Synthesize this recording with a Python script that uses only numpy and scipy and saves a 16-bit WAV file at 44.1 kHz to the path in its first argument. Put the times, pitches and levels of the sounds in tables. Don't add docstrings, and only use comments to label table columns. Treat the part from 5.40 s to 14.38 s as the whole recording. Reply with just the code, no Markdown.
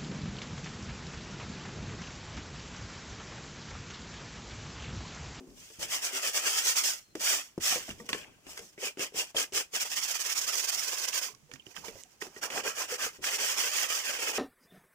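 import sys
import numpy as np
from scipy import signal
from scipy.fft import rfft, irfft
from scipy.io import wavfile
from scipy.ndimage import uniform_filter1d

SR = 44100
rng = np.random.default_rng(int(sys.argv[2]) if len(sys.argv) > 2 else 0)


def digitize_waveform(pressure):
    field = np.atleast_2d(pressure).T
    bounded = np.clip(field, -1, 1)
    quanta = np.round(bounded * 32767).astype(np.int16)
    wavfile.write(sys.argv[1], SR, quanta)


def linear_from_db(decibels):
    return 10 ** (np.asarray(decibels, float) / 20)


N = 396018
TIME = np.arange(N) / SR
RIGHT_LAG = 6


def level(x, db=0):
    return x * linear_from_db(db) / np.sqrt(np.mean(x ** 2))


def even(pair):
    return np.array([level(x) for x in pair])


def band(x, lo_hz, hi_hz, order=2):
    return signal.sosfilt(signal.butter(order, [lo_hz, hi_hz], "band", fs=SR, output="sos"), x)


def colour(x, hz, db):
    log_hz = np.log(np.maximum(np.arange(1025) * SR / 2048, 1))
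    cepstrum = irfft(np.interp(log_hz, np.log(hz), db) * np.log(10) / 20)
    cepstrum[1:1024] *= 2
    cepstrum[1025:] = 0
    response = irfft(np.exp(rfft(cepstrum)))
    return signal.fftconvolve(x, response)[:len(x)]


def walk(rate):
    hold = int(SR / rate)
    steps = rng.standard_normal(N // 100)[:N // hold + 1]
    return uniform_filter1d(np.repeat(steps, hold), hold // 2 + 1)[:N]


def panned(db):
    ratio = linear_from_db(db) ** 2
    return np.sqrt(2 * np.array([ratio, ratio ** 0]) / (1 + ratio))


# pitch_hz, left_db, right_db
PORT_RESPONSE = [(150, -21.5, -30.5), (335, -8, -14.5), (650, -4.5, -9.5), (910, -10, -2.5),
                 (1360, -2.5, -0.5), (3240, 5, 5), (4080, -11.5, -3.5), (5310, -8.5, 3), (7100, -10.5, 0.5),
                 (7280, -6.5, -2), (7570, -5.5, -8.5), (12200, -21, -12.5), (15440, -18, -7.5),
                 (16200, -41, -86)]


def ports(pair):
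    hz, *db = np.transpose(PORT_RESPONSE)
    left, right = (colour(x, hz, d) for x, d in zip(pair, db))
    return np.array([left, np.roll(right, RIGHT_LAG)])


# start_s, lower_rasp_db re upper rasp, whole_rasp_db re usual
SHEET_BEND = [(0.0, -9, -9), (0.25, -6, 1), (0.6, 0.5, 1.8), (1.5, 0, -0.9), (2.3, 1, 1.7),
              (2.7, -4.5, 3.2), (3.27, 1, -5), (3.45, -8.5, 4), (3.62, -7.5, 2.7), (3.798, -13, 2),
              (4.0, -3.5, 2.5), (4.2, -3.5, 2.1), (4.95, 0, 0), (5.8, 1, -1.7), (6.25, -9, 0.1),
              (6.6, -1, -4.5), (7.65, 5, -0.2), (7.9, -1, 2.4)]


def sanding(rasp_db, hum_db, pan_db, free_db):
    snags = signal.lfilter([1], [1, -.985], (rng.random(N) < 90 / SR) * rng.random(N))
    ridges = linear_from_db(0.89 * walk(45)) * (1 + 0.21 * snags)
    fine = contact(.2, 1.0, .8, 150)
    coarse = contact(.42, 2.5, 1.8, 60)
    fine = bounce(fine, .0007, .4, .3)
    coarse = bounce(coarse, .0016, .5, .5)
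    hiss = even(band(fine, 4400, 19000, order=5)) * panned(pan_db)

    rasp = even(band(coarse, 620, 3700, order=6))
    rasp = rasp + linear_from_db(0.97 * free_db) * sheet_modes(coarse)
    lower = signal.sosfiltfilt(signal.butter(2, [650, 2000], "band", fs=SR, output="sos"), rasp)
    s, *columns = np.transpose(SHEET_BEND)
    lower_db, whole_db = (np.interp(TIME, s, c) for c in columns)
    rasp = rasp + (linear_from_db(0.81 * lower_db) - 1) * lower
    rasp = linear_from_db(whole_db) * rasp * panned(pan_db + 0.18)

    hum = even(band(contact(0.95, 1.86, 3.5, 40), 246, 990, order=3)) * panned(1.36 * pan_db + 2.0)
    speed_db = stroke_db()
    pressed_db = hum_db - 0.33 * (speed_db - uniform_filter1d(speed_db, 6000))
    rasp_gain = linear_from_db(rasp_db + 0.5 * (pressed_db - hum_db))
    return linear_from_db(speed_db) * ridges * (hiss + rasp_gain * rasp + linear_from_db(pressed_db) * hum)


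def stroke_db():
    turn, low, share, top, start, rest, fall = strokes()
    k = np.clip(np.searchsorted(turn, TIME) - 1, 0, len(turn) - 2)
    rest = rest[k]
    place = (TIME - turn[k] - rest) / (np.diff(turn)[k] - rest)
    share = np.clip(share[k], .02, .97)
    rising = place < share
    speed = np.clip(np.where(rising, place / share, (1 - place) / (1 - share)), 0, 1)
    foot = np.where(rising, low[k], low[k + 1])
    steepness = np.where(rising, start[k], fall[k])
    return foot + (top[k] - foot) * np.sin(np.pi / 2 * speed) ** steepness


# turn_s, full_speed_hiss_db, dip_at_turn_db, rise_share (0-1, part of the stroke until full speed)
FACE_STROKES = [
    (0.474, -31, 19.5, 0.49),
    (0.607, -32, 13, 0.43),
    (0.714, -32, 13.5, 0.47),
    (0.813, -30, 10, 0.59),
    (0.922, -28, 15.5, 0.39),
    (1.026, -28.5, 9.5, 0.43),
    (1.149, -27.5, 5.5, 0.41),
    (1.23, -25, 11, 0.5),
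    (1.347, -25, 12, 0.32),
]
QUICK_STROKES = [(4.393, -30.5, 9.4, 0.52), (4.446, -38.5, 4.9, 0.26), (4.493, -33, 12.6, 0.61),
                 (4.553, -28.3, 14.4, 0.43), (4.611, -30.5, 8.2, 0.6), (4.672, -32.5, 7.4, 0.65),
                 (4.701, -30, 4.7, 0.32), (4.737, -30, 10.1, 0.43), (4.787, -31, 12.3, 0.55),
                 (4.836, -31.0, 9, 0.5), (4.888, -30, 7.2, 0.62), (4.913, -31, 3.1, 0.29),
                 (4.945, -29.5, 12, 0.57), (5.006, -30, 6.6, 0.67), (5.032, -32.5, 2.9, 0.29),
                 (5.063, -28.5, 14, 0.43), (5.115, -28.5, 8.5, 0.42), (5.168, -28.5, 5.7, 0.54),
                 (5.192, -30, 2.1, 0.27), (5.219, -31, 8.6, 0.58), (5.269, -27, 14, 0.61),
                 (5.312, -29.5, 11.6, 0.48), (5.372, -31.5, 7.5, 0.38), (5.422, -31.5, 4.1, 0.4),
                 (5.467, -31.5, 5.5, 0.33), (5.51, -32, 7.9, 0.38), (5.567, -34, 6, 0.61),
                 (5.611, -30.5, 6.4, 0.66), (5.669, -32, 13, 0.29), (5.718, -29, 15.4, 0.73),
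                 (5.769, -29.5, 6, 0.26)]
EDGE_STROKES = [
    (7.095, -37, 17, 0.74),
    (7.229, -35, 22, 0.41),
    (7.345, -33.5, 18, 0.54),
    (7.475, -35.5, 16.7, 0.65),
    (7.576, -33, 18.7, 0.5),
]
BROAD_STROKES = [(7.906, -31.5, 6.4, 0.64), (7.979, -30, 14, 0.32), (8.16, -30, 10.2, 0.65),
                 (8.231, -31, 2.4, 0.29), (8.31, -30, 7.7, 0.57), (8.481, -31, 11.5, 0.43),
                 (8.633, -32.5, 10.3, 0.87), (8.721, -35.5, 2.7, 0.21), (8.784, -36, 9.6, 0.34),
                 (8.866, -33.5, 4.8, 0.46), (8.927, -34, 15, 0.94)]
# start_s, hiss_before_db, rise_share (0-1), full_speed_hiss_db
AIR_SWEEPS = [(0.385, -58.5, 0.54, -36), (1.436, -38.5, 0, -27), (1.795, -54, 0.27, -26.5),
              (2.197, -74, 0.3, -26), (3.376, -77, 0.43, -35), (3.569, -86, 0.38, -34),
              (3.73, -75, 0.46, -31), (3.942, -86, 0.3, -28.5), (4.122, -80.5, 0.25, -28),
              (4.306, -79.5, 0.63, -29.5), (5.812, -46, 0.19, -33.5), (7.012, -68, 0.35, -35.5),
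              (7.812, -70, 0.5, -31)]
# start_s, hiss_before_db, rise_share (0-1), full_speed_hiss_db
GLOVE_BRUSHES = [(0.0, -53, 0.14, -73), (0.064, -70, 0.35, -66.5), (0.13, -68, 0.35, -52.5),
                 (0.318, -54.5, .17, -53.5), (1.748, -89, 0.26, -55), (2.176, -76.5, 0.2, -50.5),
                 (2.461, -49.5, 0.27, -46.5), (2.579, -62, 0.22, -55.5), (2.653, -62, 0.29, -55),
                 (2.688, -62, 0.076, -38), (2.728, -50, 0.02, -44.5), (2.982, -76.5, 0.7, -48),
                 (3.167, -53.5, 0.25, -48), (3.215, -54, 0.71, -58.5), (3.325, -70, 0.05, -63),
                 (3.869, -53, 0.48, -56), (5.932, -58, .1, -70), (6.07, -76, 0.65, -57),
                 (6.189, -72, .29, -73), (6.241, -77, 0.64, -58), (6.282, -60, 0.56, -56),
                 (6.347, -66, 0.19, -47), (6.438, -55, 0.21, -43.5), (6.54, -56.5, 0.69, -51.5),
                 (6.634, -58, .043, -65), (6.703, -68, 0.17, -63), (6.8, -74, 0.16, -42),
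                 (6.917, -61.5, 0.73, -50.5), (7.725, -57, 0.34, -54)]


def strokes():
    # slowness of the start, rest at the turn s, earliness of the slowing
    bouts = ((FACE_STROKES, (0.83, 0.0059, 1.75)), (QUICK_STROKES, (0.61, 0.0028, 1.56)),
             (EDGE_STROKES, (0.43, 0.0037, 1.45)), (BROAD_STROKES, (0.41, 0.0024, 0.7)))
    rows = [(s, top - dip, share, top, *gait) for bout, gait in bouts for s, top, dip, share in bout]
    for moves, (least, more, fall) in (AIR_SWEEPS, (0.18, 1.76, 1.46)), (GLOVE_BRUSHES, (0.59, 5.3, 2.5)):
        rows += [(*row, least + more * row[2] ** 2, 0, fall) for row in moves]
    rows.sort()
    end = (N / SR, rows[-1][3], *rows[-1][2:])
    return np.transpose(rows + [end])


def grit(density, scatter_db):
    size = linear_from_db(scatter_db * np.minimum(rng.exponential(size=N), 5))
    ticks = (rng.random(N) < density) * size
    return level(ticks * rng.standard_normal(N))


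def contact(shared, scatter_db, patchy_db, patch_rate):
    both, *own = (grit(.3, scatter_db) for _ in range(3))
    heard = ports(np.sqrt(shared) * both + np.sqrt(1 - shared) * np.array(own))
    return heard * linear_from_db(patchy_db * walk(patch_rate))


def bounce(pair, lag_s, sway, share):
    drift = uniform_filter1d(walk(14), 1500)
    late = TIME - lag_s * (1 + sway * np.tanh(drift))
    return np.array([x + share * np.interp(late, TIME, x) for x in pair])


# pitch_hz, width_hz, level_db re rasp when loosely held
BENDING_MODES = [
    (277, 45, -22),
    (400, 40, -19),
    (484, 102, -18.5),
    (1256, 190, -17.5),
    (1560, 62, -20),
    (2410, 340, -13),
    (2800, 230, -20.5),
]


def sheet_modes(x):
    total = 0
    for hz, width, db in BENDING_MODES:
        mode = even(signal.lfilter(*signal.iirpeak(hz, hz / width, fs=SR), x))
        total = total + linear_from_db(db + 3.06 * walk(18)) * mode
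    return total


def knocks(pan_db):
    out, t = np.zeros((2, N + 9000)), TIME[:8000]
    events = blows()
    dust = rng.standard_normal((len(events), 2, len(t)))
    for (s, thud_db, hz, ring_s, snap_db, tick_db), noise in zip(events, dust):
        fade = np.exp(-np.log(1000) * t / ring_s)
        sheet = np.sin(2 * np.pi * hz * t) + 0.058 * np.sin(2 * np.pi * 1.52 * hz * t) * fade
        push = 0.4 * np.sin(2 * np.pi * 260 * t) * np.exp(-(t / 0.0012) ** 2)
        rattle = 0.2 * level(band(noise[0], 0.67 * hz, 1.29 * hz)) * np.sqrt(fade)
        thud = -band(0.49 * sheet * fade + push + rattle, 160, 1550)
        heard = ports(noise + noise[0])
        upper_mode = band(heard, 3.3 * hz, 3.9 * hz, order=1)
        card = band(heard, 720, 4100) + 0.59 * upper_mode
        snap = even(card) * (np.exp(-t / .0028) + .14 * np.exp(-t / .02))
        tick = even(band(heard, 3160, 11600)) * (np.exp(-t / 0.0029) + 0.089 * np.exp(-t / 0.015))
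        at = int((s + .001) * SR)
        crack = linear_from_db(snap_db + 5.0) * snap + linear_from_db(tick_db + 2.0) * tick
        out[:, at:at + len(t)] += linear_from_db(thud_db) * panned(pan_db[at] + 6.0)[:, None] * thud
        out[:, at:at + len(t)] += panned(pan_db[at])[:, None] * crack
    return out[:, :N]


# start_s, thud_db, pitch_hz, grit_tick_db
PAPER_LANDINGS = [(0.302, -46, 440, -56), (0.393, -43, 486, -44), (0.427, -38, 544, -29),
                  (1.446, -42, 770, -47), (1.806, -37, 614, -34), (2.323, -27, 730, -42),
                  (2.481, -37.5, 650, -48), (2.664, -65, 377, -57), (2.701, -34.5, 450, -45),
                  (3.217, -47, 215, -57), (3.593, -28, 390, -34), (3.743, -34.5, 446, -57),
                  (3.956, -28.5, 458, -46), (4.335, -39, 454, -41), (5.948, -67, 223, -49),
                  (6.136, -50, 194, -41), (6.638, -63, 466, -62), (6.867, -40, 373, -42),
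                  (7.036, -36, 590, -34), (7.146, -29, 614, -51), (7.791, -41, 368, -62)]
# start_s, thud_db, pitch_hz, card_snap_db
CARD_DROPS = [(0.451, -46, 470, -43), (2.357, -26, 502, -35), (2.69, -34, 440, -36),
              (2.729, -30.5, 292, -25.5), (2.746, -30, 423, -37), (3.066, -41.5, 271, -46),
              (3.378, -37, 396, -52), (3.571, -31.5, 385, -49), (3.946, -29, 668, -46),
              (4.132, -40, 503, -55), (5.899, -46.5, 426, -54), (6.114, -47, 394, -45),
              (6.157, -62, 240, -49), (6.266, -41.5, 373, -52), (6.364, -46, 720, -36),
              (6.444, -43, 454, -45), (6.481, -32.5, 456, -40.5), (6.554, -40.5, 550, -70),
              (6.821, -33, 412, -34), (6.964, -38.5, 400, -45.5), (7.101, -38.5, 550, -36.5),
              (7.175, -30, 413, -32)]
# start_s, thud_db, pitch_hz, card_snap_db, ring_s
HELD_KNOCKS = [(0.004, -43, 368, -76, 0.38), (0.007, -40, 261, -65, 0.22), (0.074, -43.5, 280, -68, 0.25),
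               (0.1, -54, 383, -72, 0.17), (1.752, -25, 400, -37.5, 0.044), (1.755, -33, 323, -65, 0.11),
               (2.177, -19.5, 370, -67, 0.026), (2.49, -28, 222, -40, 0.043), (2.509, -34, 220, -41, 0.045),
               (2.598, -40.5, 474, -59, 0.26), (2.603, -40.5, 215, -60, 0.23),
               (3.175, -46, 400, -38.5, 0.11), (3.191, -39, 468, -41.5, 0.11),
               (3.721, -45, 406, -61, 0.084), (4.121, -38, 393, -61, 0.14), (6.092, -51.5, 484, -72, 0.26)]


def blows():
    def ring_s(hz):
        return 0.085 * (400 / hz) ** 0.24

    landings = [(s, db, hz, ring_s(hz), tick - 6.5, tick) for s, db, hz, tick in PAPER_LANDINGS]
    drops = [(s, db, hz, ring_s(hz), snap, snap - 4) for s, db, hz, snap in CARD_DROPS]
    held = [(s, db, hz, own_s, snap, snap + 3.5) for s, db, hz, snap, own_s in HELD_KNOCKS]
    return landings + drops + held


# start_s, peak_db, pitch_hz
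CATCH_CLICKS = [(0.104, -52, 4900), (2.227, -29, 5500), (2.585, -52, 6500), (2.664, -40, 5700),
                (2.69, -34, 5500), (2.7, -30, 6000), (2.73, -23, 3020), (2.73, -25, 6500),
                (2.814, -39, 2800), (2.832, -40, 2800), (2.845, -41, 2370), (3.572, -42, 2600),
                (3.967, -26, 3300), (3.972, -22, 5200), (3.99, -26, 5500), (4.017, -24, 5600),
                (4.123, -39, 5500), (4.124, -41, 2500), (4.131, -35, 2400), (4.502, -31, 5570),
                (4.569, -22, 5800), (4.901, -30, 5700), (5.289, -27, 6060), (5.347, -24, 6000),
                (5.645, -33, 2800), (5.683, -30, 2700), (5.687, -20, 5900), (5.73, -29, 2700),
                (6.137, -37, 5570), (6.197, -49, 5500), (6.222, -52, 2900), (6.266, -46, 5800),
                (6.342, -46, 6000), (6.345, -45, 2000), (6.372, -36.5, 1500), (6.372, -45, 2600),
                (6.449, -40, 5000), (6.487, -33, 6000), (6.635, -44.5, 3000), (6.6355, -35, 6900),
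                (7.105, -36, 3000), (7.239, -33, 5900), (7.357, -36, 6000), (7.428, -30, 2500),
                (7.826, -42, 1800), (7.841, -23.5, 1880), (7.866, -29, 2800), (8.335, -24, 5400)]


def clicks(pan_db):
    out, t = np.zeros((2, N)), TIME[:2000]
    fade_cycles, width = 7.6, 1.21
    for (s, db, hz), noise in zip(CATCH_CLICKS, rng.standard_normal((len(CATCH_CLICKS), 2, len(t)))):
        at = int(s * SR)
        burst = even(band(noise + noise[0], hz / width, hz * width)) * np.exp(-t * hz / fade_cycles)
        out[:, at:at + len(t)] += linear_from_db(db - 3) * panned(pan_db[at])[:, None] * burst
    return out


# start_s, peak_db, pitch_hz, ring_s
TAP_MODES = [(2.601, -39, 1900, 0.031), (2.601, -47, 1170, 0.061), (2.601, -53, 920, .09),
             (2.691, -36, 1850, 0.055), (2.693, -36, 1094, .06), (2.179, -41, 163, 0.07),
             (3.966, -18, 3230, 0.052), (4.015, -30, 3270, 0.045), (2.745, -44, 1090, 0.12),
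             (3.481, -29, 2400, .05), (3.795, -26, 2800, 0.1), (2.7, -40, 1480, .04),
             (2.73, -32, 3470, .02), (2.731, -17, 4300, 0.011), (2.73, -28, 1736, 0.033),
             (2.744, -33, 1754, 0.06), (2.504, -27, 2830, 0.023), (3.172, -44, 1584, 0.11),
             (3.178, -46, 2070, 0.11), (3.377, -45, 1980, .04), (3.385, -42, 2200, 0.044),
             (6.114, -45, 2320, .04), (6.197, -39, 3070, .03), (6.203, -46, 2800, .03),
             (6.266, -33.5, 2900, 0.015), (6.585, -53, 2020, .1), (6.655, -57, 740, 0.067),
             (7.406, -35, 1040, 0.092), (7.661, -36, 1450, 0.06), (7.665, -34, 461, 0.06),
             (3.429, -35, 500, 0.05), (6.137, -39, 1830, 0.03), (6.44, -39, 970, 0.055),
             (6.482, -37, 2300, .04), (6.816, -28.5, 1900, 0.035), (6.962, -40, 1910, 0.064),
             (7.033, -26, 1620, 0.039), (7.521, -32.5, 494, 0.11), (7.28, -33.5, 436, 0.057),
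             (7.592, -40.5, 1214, 0.19), (5.94, -52, 1110, 0.056), (5.886, -42, 1020, 0.054)]
# start_s, peak_db, pitch_hz, ring_s
TABLE_BOOMS = [(0.084, -56, 45, .2), (0.731, -43, 388, 0.25), (0.736, -54.5, 273, 0.27),
               (1.96, -54.5, 281, 0.26), (2.505, -43, 90, 0.12), (5.934, -58, 130, .15),
               (6.03, -55, 150, 0.23), (6.134, -46, 262, 0.11), (6.135, -45, 140, .1),
               (6.267, -52, 113, 0.098), (6.375, -54, 185, 0.27), (6.482, -40, 185, 0.051),
               (6.548, -50, 100, 0.16), (6.562, -54, 400, 0.11)]


def pings(pan_db):
    out, t = np.zeros((2, N)), TIME[:6000]
    port_delay = np.array([[0], [RIGHT_LAG / SR]])
    taps = TAP_MODES + TABLE_BOOMS
    for (s, db, hz, ring_s), turn in zip(taps, rng.random(len(taps))):
        shape = (1 - np.exp(-t / 0.00049)) * np.exp(-np.log(1000) * t / ring_s)
        at = int(s * SR)
        ring = np.sin(2 * np.pi * (hz * (t - port_delay) + turn))
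        out[:, at:at + len(t)] += linear_from_db(db) * panned(pan_db[at])[:, None] * shape * ring
    return out


def squeak():
    start_s, end_s, pitch_hz, level_db = 1.62, 1.74, 4270, -70
    u = np.clip((TIME - start_s) / (end_s - start_s), 0, 1)
    pitch = pitch_hz + 30 * walk(40) - 130 * u ** 3
    swell = linear_from_db(level_db + 2 * walk(30)) * np.sin(np.pi * u) ** .4
    return swell * np.sin(2 * np.pi * np.cumsum(pitch) / SR)


# start_s, rumble_db, shudder_s
TABLE_JOLTS = [(0.07, -59.5, 1), (0.385, -53, .5), (1.68, -75, 0.61), (1.77, -68, .4), (2.178, -39, 0.15),
               (2.3, -56, 0.98), (2.485, -50.5, 0.47), (2.6, -69, 0.37), (2.7, -54.5, 0.75),
               (3.06, -63, 0.66), (3.2, -63, 0.16), (3.59, -63, .2), (3.745, -60, 0.27), (3.945, -49, 0.19),
               (4.13, -57, 0.3), (4.33, -64, 0.17), (5.36, -70, 0.69), (5.92, -74, 0.76), (6.03, -81, 0.91),
               (6.125, -66, 0.38), (6.38, -59, 0.5), (6.48, -62, 0.47), (6.81, -65, 0.78),
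               (7.13, -61, 0.95), (7.64, -56, 0.23), (7.785, -53, 0.23), (8.75, -71, .9)]


def table():
    mid, side = rng.standard_normal((2, N))
    shake = band(mid + 0.5 * side * np.array([[1], [-1]]), 26, 334)
    size = np.full(N, linear_from_db(-72.5))
    for s, db, shudder_s in TABLE_JOLTS:
        after = size[int(s * SR):int(s * SR) + SR]
        since = TIME[:len(after)]
        after += linear_from_db(db) * np.minimum(since / 0.0025, 1) * np.exp(-np.log(1000) * since / shudder_s)
    return level(shake) * size * linear_from_db(2.0 * walk(25))


def room(x, t60, wet_db):
    t = TIME[:12000]
    tail = rng.standard_normal((2, len(t))) * np.exp(-np.log(1000) * t / t60) * (t > .003)
    tail = tail / np.sqrt(np.sum(tail ** 2, axis=1, keepdims=True))
    return linear_from_db(wet_db) * signal.fftconvolve(x, tail, axes=1)[:, :N]


# pitch_hz, level_db per Hz
ROOM_SPECTRUM = [(18, -41), (30, -10), (156, -28), (270, -46), (369, -11), (561, -1.5), (3150, -2.5),
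                 (3880, -6), (6720, -1), (10500, -10), (15500, -11)]


def hush():
    hz, db = np.transpose(ROOM_SPECTRUM)
    mid, side = rng.standard_normal((2, N))
    side = signal.sosfilt(signal.butter(1, 60, "high", fs=SR, output="sos"), side)
    return level(np.array([colour(x, hz, db) for x in (mid + side, mid - side)]), -67.5)


# start_s, freedom_to_vibrate_db, left_minus_right_db
SHEET_GRIP = [(0.0, 20, -2.5), (0.2, -5.5, -0.5), (0.75, 0, -0.5), (1.4, -6.5, -2), (2.0, -3.5, -2.5),
              (2.6, -9, -2.5), (2.9, 19.5, 3.5), (3.25, 0, -1.5), (3.5, 6.5, -1.5), (4.3, 0.5, -1),
              (4.65, -8, -6), (5.75, -3.5, -6), (6.1, 8, -11.5), (6.6, 5.5, -8), (7.2, 11, -4),
              (7.75, 0, -2.5), (8.4, -2, -5), (8.98, 5.5, -3)]


def scene():
    s, *columns = np.transpose(SHEET_GRIP)
    free_db, pan_db = (np.interp(TIME, s, c) for c in columns)
    near = sanding(-5.5 + 0.15 * free_db, -15.5 + free_db, pan_db, free_db)
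    near = near + knocks(pan_db) + clicks(pan_db) + pings(pan_db) + squeak()
    return near + room(near, .2, -18) + table() + hush()


def top_cut(x):
    return signal.sosfilt(signal.butter(12, 15950, fs=SR, output="sos"), x)


def record(dry):
    return top_cut(dry)


dry = scene()
out = record(dry)
digitize_waveform(out)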